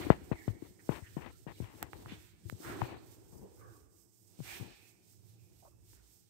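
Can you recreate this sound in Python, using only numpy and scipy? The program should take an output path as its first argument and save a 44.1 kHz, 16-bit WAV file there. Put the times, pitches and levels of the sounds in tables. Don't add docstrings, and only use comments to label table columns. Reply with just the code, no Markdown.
import sys
import numpy as np
from scipy import signal
from scipy.fft import rfft, irfft, next_fast_len
from scipy.io import wavfile
from scipy.ndimage import uniform_filter1d

SR = 44100
rng = np.random.default_rng(int(sys.argv[2]) if len(sys.argv) > 2 else 0)


def persist_wave(psi):
    counts = np.round(np.clip(psi, -1, 1) * 32767).astype(np.int16)
    wavfile.write(sys.argv[1], SR, np.atleast_2d(counts).T)


def ratio(d):
    e = np.asarray(d, float) / 20
    return 10 ** e


N = 277389

# turn t/s, level at the turn/dB, level at full speed/dB, peak position/share of stroke
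STROKES = [(-.1, -54, -53.5, 0.4), (.185, -66, -64.5, .55), (.347, -66, -60, 0.48),
           (.574, -69, -62.5, 0.46), (0.764, -67, -57, 0.58), (1.043, -62.5, -62.5, 0.49),
           (1.267, -67, -63.5, 0.58), (1.462, -67.5, -60.5, 0.58), (1.694, -66, -62.5, 0.41),
           (1.896, -69, -62.5, 0.32), (2.168, -62, -62.5, 0.37), (2.36, -73, -57.5, 0.82),
           (2.54, -64, -52, 0.45), (2.8, -57, -59, 0.12), (2.962, -70, -60, 0.65), (3.203, -67, -62, 0.604),
           (3.475, -70, -63.5, 0.59), (3.654, -70.5, -64.5, 0.45), (3.876, -71, -63.5, 0.63),
           (4.076, -68.5, -65.5, 0.53), (4.36, -65, -50, 0.45), (4.705, -64, -64, 0.65),
           (4.961, -69, -63, 0.71), (5.178, -67, -65.5, 0.61), (5.373, -73, -67.5, 0.5),
           (5.512, -70, -65.5, 0.37), (5.773, -74.5, -60.5, 0.66), (5.999, -69, -63, 0.49),
           (6.29, -71.5, -64.5, 0.51), (6.5, -73, -65, .45)]
# f/Hz, level/dB
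FELT = [(1200, -18), (2200, -9.5), (4500, -4.5), (5200, -0.5), (7000, -0.5), (8300, 3), (9200, -1),
        (10000, -9), (11000, -5), (12500, -1.5), (15700, -3), (15900, -52.5)]
# t/s, panel drumming level/dB, left port brightness level/dB
PLACE = [(0.0, 9.5, -10), (.5, 0.5, -24), (.9, -0.5, -18), (1.6, 4, 0.5), (2.2, 1.5, -6.5), (3.0, 7.5, -4),
         (3.4, -5, -2.5), (4.2, -5, -9), (4.5, 5, 1), (5.0, 0.5, -1.5), (5.6, -3.5, 1.5), (6.29, 3, -1.5)]
# f/Hz, level/dB
COVERED = [(60, -6), (300, -3), (1000, -4), (2500, -5.5), (4500, -4.5), (5500, -7), (7000, -14.5),
           (8500, -28), (9900, -15.5), (11000, -10), (12500, -7), (14000, -13), (15500, -19)]
# t/s, peak level/dB, extra swings/cycles, swing decay/ms, ring f/Hz
RAPS = [(0.1026, 2, 0.9, 0.85, 120), (.315, -15, 0.9, 1.5, 120), (.479, -13.5, 0.56, 1.3, 105),
        (0.8916, -11.5, 0.81, 1.16, 134), (1.1673, -20, 0.71, 1.9, 130), (1.4663, -28, 0.79, 1.53, 136),
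        (1.602, -22, 0.76, 2.2, 90.4), (1.6244, -24, 0.25, 1.2, 106), (1.739, -45, 1, 0.68, 250),
        (1.8279, -36, 0.34, 1.6, 694), (1.935, -36.5, 0.92, 0.24, 94), (2.0593, -36.5, 0.48, 0.53, 134),
        (2.119, -32.5, .995, 4.2, 153), (2.525, -27.5, 0.68, 2.05, 102.6), (4.4032, -24.5, 0.39, 0.97, 132),
        (4.609, -26, 0.27, 1.2, 122), (5.932, -52, 0.92, 0.37, 920), (2.8208, -15, 0.05, 0.5, 120)]
# t/s, peak level/dB, rise/ms, ring f/Hz, t60/s
THUDS = [(0.066, -16.5, 2.7, 288, .02), (0.4795, -40, 1, 2050, 0.008), (.49, -30, 6, 68, .08),
         (2.17, -40, 6, 65, .07), (0.503, -21.5, 1.6, 93.5, 0.037), (0.522, -33, 3.3, 89.5, .035),
         (.622, -22.5, 5.5, 300, 0.021), (.624, -34.5, 3.3, 121, 0.033), (.335, -30, 3.5, 90, 0.036),
         (1.826, -29, 2.04, 330, 0.019), (0.65, -34.5, 2.5, 320, 0.018), (1.584, -40, 2, 322, 0.01),
         (1.602, -35, 2.7, 330, 0.041), (2.455, -38.5, 7.1, 330, 0.058), (2.483, -35, 3, 110, .03),
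         (2.527, -42, 2.4, 320, 0.015), (2.602, -32.5, 2.3, 300, .025), (4.598, -32, 1.5, 138, 0.022),
         (4.627, -27.5, 1.5, 261, 0.0076), (5.931, -48.5, 1.5, 300, 0.027), (1.022, -28, 3.2, 85, 0.043),
         (2.451, -22.5, 15, 94.4, 0.05), (2.561, -41, 4.7, 84, 0.038), (2.675, -31, 1.9, 100, 0.047),
         (2.712, -36, 4, 99, 0.12), (2.846, -29, 2.8, 110, 0.033), (3.323, -41.5, 2.5, 131, 0.16),
         (3.422, -40.5, 2.17, 190, 0.12), (4.391, -28.5, 1.2, 153.5, 0.03), (2.8176, -9, .25, 850, .0062)]
# t/s, peak level/dB, length/ms, signed first swing/1, fizz level/dB
LEFT_TICKS = [(.875, -53, .2, 1, -20), (.92, -37.5, .12, 1, -26), (0.925, -32.5, 0.13, -1.06, -28),
              (.955, -34, 0.13, 1, -28), (.961, -34, 0.1, -1.2, -26), (1.262, -36, 0.12, 0.92, -32),
              (2.38, -65, .2, 1, -7.5), (2.06, -56, .1, 1, -8), (1.829, -30, .25, 1, -24),
              (5.933, -54.5, 0.14, 0.97, -15), (5.286, -69.5, 0.045, 1, -.5), (5.522, -61, 0.095, 1, -8),
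              (2.49845, -35, .25, -1, -30)]
RIGHT_TICKS = [(.787, -57, 0.14, 0.77, -17), (1.8273, -20.5, 0.18, -0.83, -6),
               (1.8287, -40.5, .2, -0.96, 12.5), (1.9323, -27.5, 0.19, 0.93, -26),
               (2.0597, -35, 0.24, -1.1, -22), (2.0601, -39, .24, 1, -30), (5.135, -61, .2, 1, -15),
               (2.49815, -25.5, .16, -1, -10), (2.49845, -36, .16, 1, -30)]
# f/Hz, level/dB
PORT_RINGS = [(1500, -17), (4000, -5), (6000, -7), (8500, 0.5), (10500, -10), (12500, 8.5), (15000, -1)]
# t/s, length/s, first level/dB, change to the end/dB, tilt/(dB per octave)
RUBS = [(0.0, 0.11, -44, -1, -5), (0.105, 0.086, -24.5, -39.5, -5), (0.316, 0.012, -30.5, 0.5, -7),
        (0.353, 0.0064, -46.5, -6, -4), (0.48, 0.005, -33.5, -13.5, -1.5), (.498, .008, -51.5, -8, -1.5),
        (0.618, 0.056, -53.5, -4.5, -6), (0.889, 0.03, -41.5, 4, -5.5), (0.917, .065, -43, 1, -3.5),
        (0.982, 0.046, -48, -11, -5), (1.167, 0.04, -37, -10.5, -6.5), (1.206, 0.046, -47, 3.5, -4),
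        (1.257, 0.053, -43, -11.5, -3.5), (1.47, 0.05, -44, -4, -4), (1.618, 0.15, -52.5, -8, -1.5),
        (1.772, 0.063, -56.5, 11, -5.5), (1.83, .06, -48.5, -10, -4.5), (1.932, 0.102, -49.5, -3.5, -8.5),
        (2.049, 0.12, -52.5, -6, -5), (2.637, 0.066, -58, 16, -9), (2.665, 0.15, -49.5, -7, -4),
        (2.808, 0.055, -40, -2, -5.5), (2.877, 0.094, -43, -4, -5), (3.32, 0.083, -49, -2, -13.5),
        (3.41, 0.03, -48, 0, -15), (4.598, .14, -43.5, -13.5, -10.5)]
# f/Hz, width/octaves, level/dB
CASE_RINGS = [(330, 0.35, 4.5), (900, 0.3, 6), (1900, .15, 4.5), (2688, 0.2, 3)]
# t/s, level/dB
GRIP = [(0.0, -46), (.3, -56), (.7, -60.5), (.85, -66.5), (1.1, -62.5), (1.4, -68), (1.7, -56.5),
        (2.2, -68.5), (2.4, -66), (2.55, -57), (3.0, -69.5), (3.6, -64), (4.3, -84), (4.45, -59),
        (4.55, -64.5), (4.8, -74), (6.29, -88)]
# t/s, length/s, level/dB, first f/Hz, last f/Hz
SQUEAKS = [(0.398, .07, -71, 2030, 1970), (1.46, .04, -75, 1690, 1604), (1.482, .05, -74, 3480, 3570),
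           (1.63, 0.056, -71, 2830, 2900), (5.68, 0.014, -76, 2580, 2650), (2.199, 0.14, -84, 2580, 2640),
           (4.57, .16, -67, 2540, 2530)]
SHUFFLES = [(0.783, 0.037, -62.5, 1900, 1840), (1.013, 0.092, -59.5, 2000, 1720),
            (1.059, 0.027, -62, 2950, 2600), (3.397, 0.1, -65.5, 814, 845), (3.415, 0.065, -54, 435, 435),
            (3.55, 0.18, -62.5, 467, 460), (3.57, 0.18, -74, 800, 761), (3.31, .09, -68.5, 783, 800),
            (4.427, 0.16, -59.5, 770, 796)]
SCRAPES = [(0.0, 0.055, -46, 1900, 1790), (2.061, 0.11, -53, 2098, 2840), (2.6, 0.18, -47, 1140, 1540),
           (4.401, 0.23, -50.5, 2030, 2700), (4.551, 0.27, -65, 3994, 3720),
           (5.918, .13, -75.5, 1500, 1513), (3.55, .2, -75.5, 1302, 1300)]
NEAR_SLIDE = [
    (5.618, .028, -62, 689, 730),
    (5.632, .04, -56, 650, 750),
    (5.642, .05, -59, 848, 1130),
    (5.66, .035, -64, 600, 560),
    (5.68, .08, -78.5, 1085, 1140),
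]
DRAGS = [(4.56, 0.24, -71.5, 2500, 2540), (4.65, 0.15, -73, 1660, 1960), (4.78, .25, -76.5, 2100, 2450),
         (4.74, .2, -68, 2400, 2560), (5.3, 0.27, -81.5, 2600, 2360), (4.5, 0.13, -81, 1900, 1660),
         (2.6, 0.28, -63.5, 1490, 1530), (2.7, 0.22, -68, 1140, 1080), (3.55, 0.19, -64.5, 1160, 1175),
         (3.69, 0.11, -68, 1160, 1130), (3.55, .24, -69, 1520, 1460), (3.56, .22, -74, 1750, 1600),
         (3.57, 0.081, -75.5, 2180, 2200), (4.44, 0.16, -54.5, 2320, 2330), (4.46, 0.15, -58, 1730, 1780),
         (1.5, 0.17, -72, 2540, 1940), (1.3, .09, -74, 1300, 1400), (2.75, 0.22, -61.5, 2500, 2440)]
CHIRPS = [(.326, .045, -60, 2330, 2200), (.352, .045, -59, 2250, 1760), (.385, .075, -63, 1800, 1720),
          (.37, .05, -63, 2200, 2130), (1.53, .035, -69, 4050, 3800), (1.563, .032, -70, 3080, 2800),
          (1.578, .04, -73, 2750, 2150), (1.565, .045, -74, 3900, 4020)]
# width/share of f, echo level/dB, stutter/dB
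SOLES = [(0.078, -0.5, 0.5), (0.32, -5, 1), (1, -5, 1), (0.31, -25, 5.5), (0.14, -9.5, 1.5),
         (0.057, -0.5, 0)]
# f/Hz, t60/s
ROOM = [(250, 1.2), (1000, 1.0), (2500, .85), (5000, .6), (10000, .4)]
# t/s, level/dB
BUSTLE = [(0.0, -40.5), (.2, -56), (.55, -60.5), (.7, -64.5), (1.5, -74.5), (1.62, -63.5), (1.98, -61),
          (2.08, -56), (2.33, -76.5), (2.55, -64.5), (2.76, -42), (3.15, -63.5), (3.72, -65.5), (4.15, -80),
          (4.56, -58), (4.76, -74), (5.7, -72), (6.29, -77.5)]
# f/Hz, level/dB
HALL_COLOURS = [
    [(20, -19.5), (60, -1), (85, -7), (150, -51.5)],
    [(60, -40), (96, 3.5), (105, -1.5), (115, 2), (180, -49)],
    [(100, -42), (150, -6), (165, 1), (225, -8), (300, -46.5)],
    [(120, -36), (250, -7.5), (330, 2), (440, -6.5), (560, -15), (800, -14.5), (1200, -24.5), (3000, -30.5),
     (9000, -52.5)],
]
# level at rest/dB, share of the bustle followed/1
HALL_REST = [(-83.5, .1), (-70, .15), (-75, 0.19), (-68.5, 0.89)]
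# middle t/s, length/s, top level/dB
TRAFFIC = [(.17, 0.54, -57), (1.228, 0.17, -62.5), (1.63, .25, -62.5), (2.135, .15, -61.5),
           (2.35, 0.35, -68), (2.993, 0.94, -69.5), (3.649, 0.78, -65.5), (4.56, 0.44, -61),
           (5.631, 0.35, -63), (5.96, 0.53, -63.5)]
HUMS = [(1.24, 0.46, -58), (1.5, .3, -61.5), (2.09, 0.19, -55.5), (2.82, 0.41, -54.5), (3.149, 0.3, -56),
        (3.65, 0.58, -59.5), (4.45, 0.12, -57), (5.35, 0.47, -58), (4.28, 0.16, -67), (5.75, 0.75, -67.5)]
UPPER_HUMS = [(.18, 0.22, -55.5), (.45, 0.12, -61.5), (0.687, 0.29, -67.5), (2.1, 0.22, -67),
              (2.65, 0.74, -61.5), (4.5, 0.33, -77), (5.349, 0.82, -72.5)]

HZ = np.fft.rfftfreq(512, 1 / SR)[:, None]
FRAMES = np.arange(N // 128 + 5) * 128 / SR


def evened(x):
    return x / np.sqrt(np.mean(x ** 2) + 1e-20)


def read(points, hz):
    f, value = np.transpose(points)
    return np.interp(np.log(hz + 1), np.log(f + 1), value)


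def add(mix, s, sound):
    part = mix[round(s * SR):][:len(sound)]
    part += sound[:len(part)]


def coloured(x, points):
    n = next_fast_len(x.shape[-1])
    response = ratio(read(points, np.fft.rfftfreq(n, 1 / SR)))
    return irfft(rfft(x, n) * response, n)[..., :x.shape[-1]]


def at_samples(values):
    return np.interp(np.arange(N) / SR, FRAMES, values)


def curve(rows, axis):
    rows = np.array(rows)
    return np.interp(np.arange(N) / SR, rows[:, 0], rows[:, axis])


def flutter(hz):
    width = int(SR / hz)
    return evened(uniform_filter1d(uniform_filter1d(rng.standard_normal((2, N)), width), width))


def eraser():
    hiss = evened(coloured(rng.standard_normal((2, N)), [(600, -45), *FELT]))
    panel = coloured(hiss, [(4600, 0), (5200, -60)])
    air = coloured(hiss[1], [(9000, -60), (9600, 0)])
    stroke_db, speed = strokes()
    shaded_db = curve(PLACE, axis=2) + 0.3 * (stroke_db + 63)
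    felt = (hiss - panel) * ratio([shaded_db, 0 * shaded_db])
    air_db = -3 * (1 - speed) ** 2 + 0.8
    felt[1] += air * (ratio(air_db) - 1)
    patchy = panel * ratio(curve(PLACE, axis=1) + 2.9 * flutter(hz=10))
    return (felt + patchy) * ratio(stroke_db - 0.02 + 1.1 * flutter(hz=60.03))


def strokes():
    turn_s, turn_db, full_db, lean = np.transpose(STROKES)
    place = np.interp(FRAMES, turn_s, np.arange(len(turn_s)))
    k = place.astype(int)
    skew = np.log(0.5) / np.log(np.clip(lean[k], 0.1, 0.9))
    speed = np.sin(np.pi * (place % 1) ** skew) ** 1.6
    slow_db = np.interp(FRAMES, turn_s, turn_db)
    stroke_db = slow_db + (full_db[k] - slow_db) * speed
    return at_samples(stroke_db), at_samples(speed)


def knocks():
    out, t = np.zeros(N), np.arange(6000) / SR
    raps = [(*row, (2.4 - 0.1943 * row[1]) / row[4]) for row in RAPS]
    thuds = [(s, db, 0.2, *rest) for s, db, *rest in THUDS]
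    rattle_colour = [(150, -18.5), (500, 2), (1200, -8.5), (3000, -20.5), (6000, -49)]
    for s, db, swings, ms, ring_hz, t60 in raps + thuds:
        sharp = np.exp(-1000 * t / ms)
        rise = 1 - sharp ** 1.6
        cycles = ring_hz * t + swings * (1 - sharp)
        ring = np.sin(2 * np.pi * cycles) * (1 + 3.98 * swings * sharp)
        ring *= ratio(-60 * (t / t60) ** 2)
        rattle = evened(coloured(rng.standard_normal(len(t)), rattle_colour))
        rattle *= swings * ratio(-17.5 - 60 * t / 0.06)
        add(out, s, ratio(db - 8) * rise * (ring + rattle))
    return out


def ticks():
    out, spit, t = np.zeros((2, N)), np.zeros((2, N)), np.arange(300) / SR
    for port, rows in enumerate((LEFT_TICKS, RIGHT_TICKS)):
        for s, db, ms, direction, fizz_db in rows:
            u = 1000 * t / ms - 2.6
            late = np.maximum(u, 0)
            snap = -2.3 * direction * u * np.exp(-u ** 2 / (1 + 0.52 * late)) / (1 + 1.15 * late)
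            add(out[port], s, ratio(db) * snap)
            crack = 2.5 * (t == t[np.argmin(abs(u + 0.6))])
            fizz = 0.55 * rng.standard_normal(len(t)) * np.exp(-(u + 0.28) ** 2 / 0.87)
            add(spit[port], s, ratio(db + fizz_db + 3.5) * (fizz - crack))
    out[0] = coloured(out[0], [(4500, 0.5), (8000, -22)])
    return out + coloured(spit, PORT_RINGS)


def rubs():
    grit = rng.standard_normal(N) * ratio(1.7 * flutter(hz=400)[0])
    z = signal.stft(grit, nperseg=512, noverlap=384)[2]
    t, octaves = FRAMES[:z.shape[1]], np.log2(np.maximum(HZ, 320) / 500)
    start, length, *_, bright = np.transpose(RUBS)
    tilt = np.interp(t, start + length / 2, bright)
    rings_db = sum(db * np.exp(-(np.log2((HZ + 1) / hz) / width) ** 2) for hz, width, db in CASE_RINGS)
    treble_loss_db = 5.3 * np.maximum(octaves - 2.2, 0) ** 2
    shape = ratio(tilt * octaves - treble_loss_db + 6.9 * (HZ < 150) + rings_db)
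    shape /= np.sqrt(np.mean(shape ** 2, axis=0))
    level, since = np.zeros(N), np.arange(SR // 2) / SR
    attack_s, release_db_per_s = 0.0043, 1298.5
    for s, length, db, change_db, _ in RUBS:
        held_db = db + change_db * np.minimum(since / length, 1)
        held_db -= release_db_per_s * np.maximum(since - length, 0)
        add(level, s, np.minimum(since / attack_s, 1) * ratio(held_db))
    return level * evened(signal.istft(z * shape, nperseg=512, noverlap=384)[1][:N])


def grip():
    colour = [(40, -6.5), (100, 5), (200, -8.5), (350, -4.5), (500, -17), (1000, -41)]
    thud = evened(coloured(rng.standard_normal(N), colour))
    return thud * ratio(curve(GRIP, axis=1) + 4.5 * flutter(hz=40)[0])


def shoes():
    dry, wet = np.zeros((2, N)), np.zeros(N)
    kinds = zip((SQUEAKS, SHUFFLES, SCRAPES, NEAR_SLIDE, DRAGS, CHIRPS), SOLES)
    for rows, (width, echo_db, stutter_db) in kinds:
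        for s, length, db, first_hz, last_hz in rows:
            n = round(length * SR)
            turn = np.exp(2j * np.pi * np.cumsum(np.linspace(first_hz, last_hz, n)) / SR)
            r = np.exp(-np.pi * width * np.sqrt(first_hz * last_hz) / SR)
            stutter = evened(uniform_filter1d(rng.standard_normal(n), int(0.003 * SR)))
            drive = ratio(stutter_db * stutter) * rng.standard_normal((2, n))
            band = (turn * signal.lfilter([1], np.poly([r, r]), drive / turn)).real
            scuff = ratio(db) * evened(band) * signal.windows.tukey(n, 0.85)
            add(dry.T, s, scuff.T)
            add(wet, s, ratio(echo_db) * scuff[0])
    return dry + echo(wet)


def echo(x):
    hz, t, z = signal.stft(rng.standard_normal((2, SR)), SR, nperseg=256)
    decay = ratio(-60 * t / read(ROOM, hz)[:, None])
    tail = signal.istft(z * decay, SR, nperseg=256)[1]
    return signal.fftconvolve(x[None], tail / np.linalg.norm(tail[0]), axes=1)[:, :N]


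def hall():
    bustle_db = curve(BUSTLE, axis=1) + 70
    out = np.zeros((2, N))
    layers = zip(HALL_COLOURS, HALL_REST, (TRAFFIC, HUMS, UPPER_HUMS, []))
    for colour, (rest_db, share), rows in layers:
        level = ratio(rest_db + share * bustle_db) + swells(rows)
        noise = evened(coloured(rng.standard_normal((2, N)), colour))
        out += noise * level * ratio(1.5 * flutter(hz=9))
    return out


def swells(rows):
    bells = 0 * FRAMES
    for s, length, db in rows:
        bells = bells + ratio(db - 20 * (2 * (FRAMES - s) / length) ** 2)
    return at_samples(bells)


def scene():
    left, right = eraser() + hall() + shoes()
    case = signal.butter(2, 3220, fs=SR, output="sos")
    handling = signal.sosfilt(case, knocks() + rubs() + grip())
    return np.array([coloured(left, COVERED) + handling, right]) + ticks()


def roll_off(x):
    return signal.sosfilt(signal.butter(12, 15830, fs=SR, output="sos"), x)


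def record(dry):
    rumble_filter = signal.butter(4, 50, "high", fs=SR, output="sos")
    mix = np.clip(signal.sosfilt(rumble_filter, dry), -1, 1)
    return roll_off(mix)


dry = scene()
out = record(dry)
persist_wave(out)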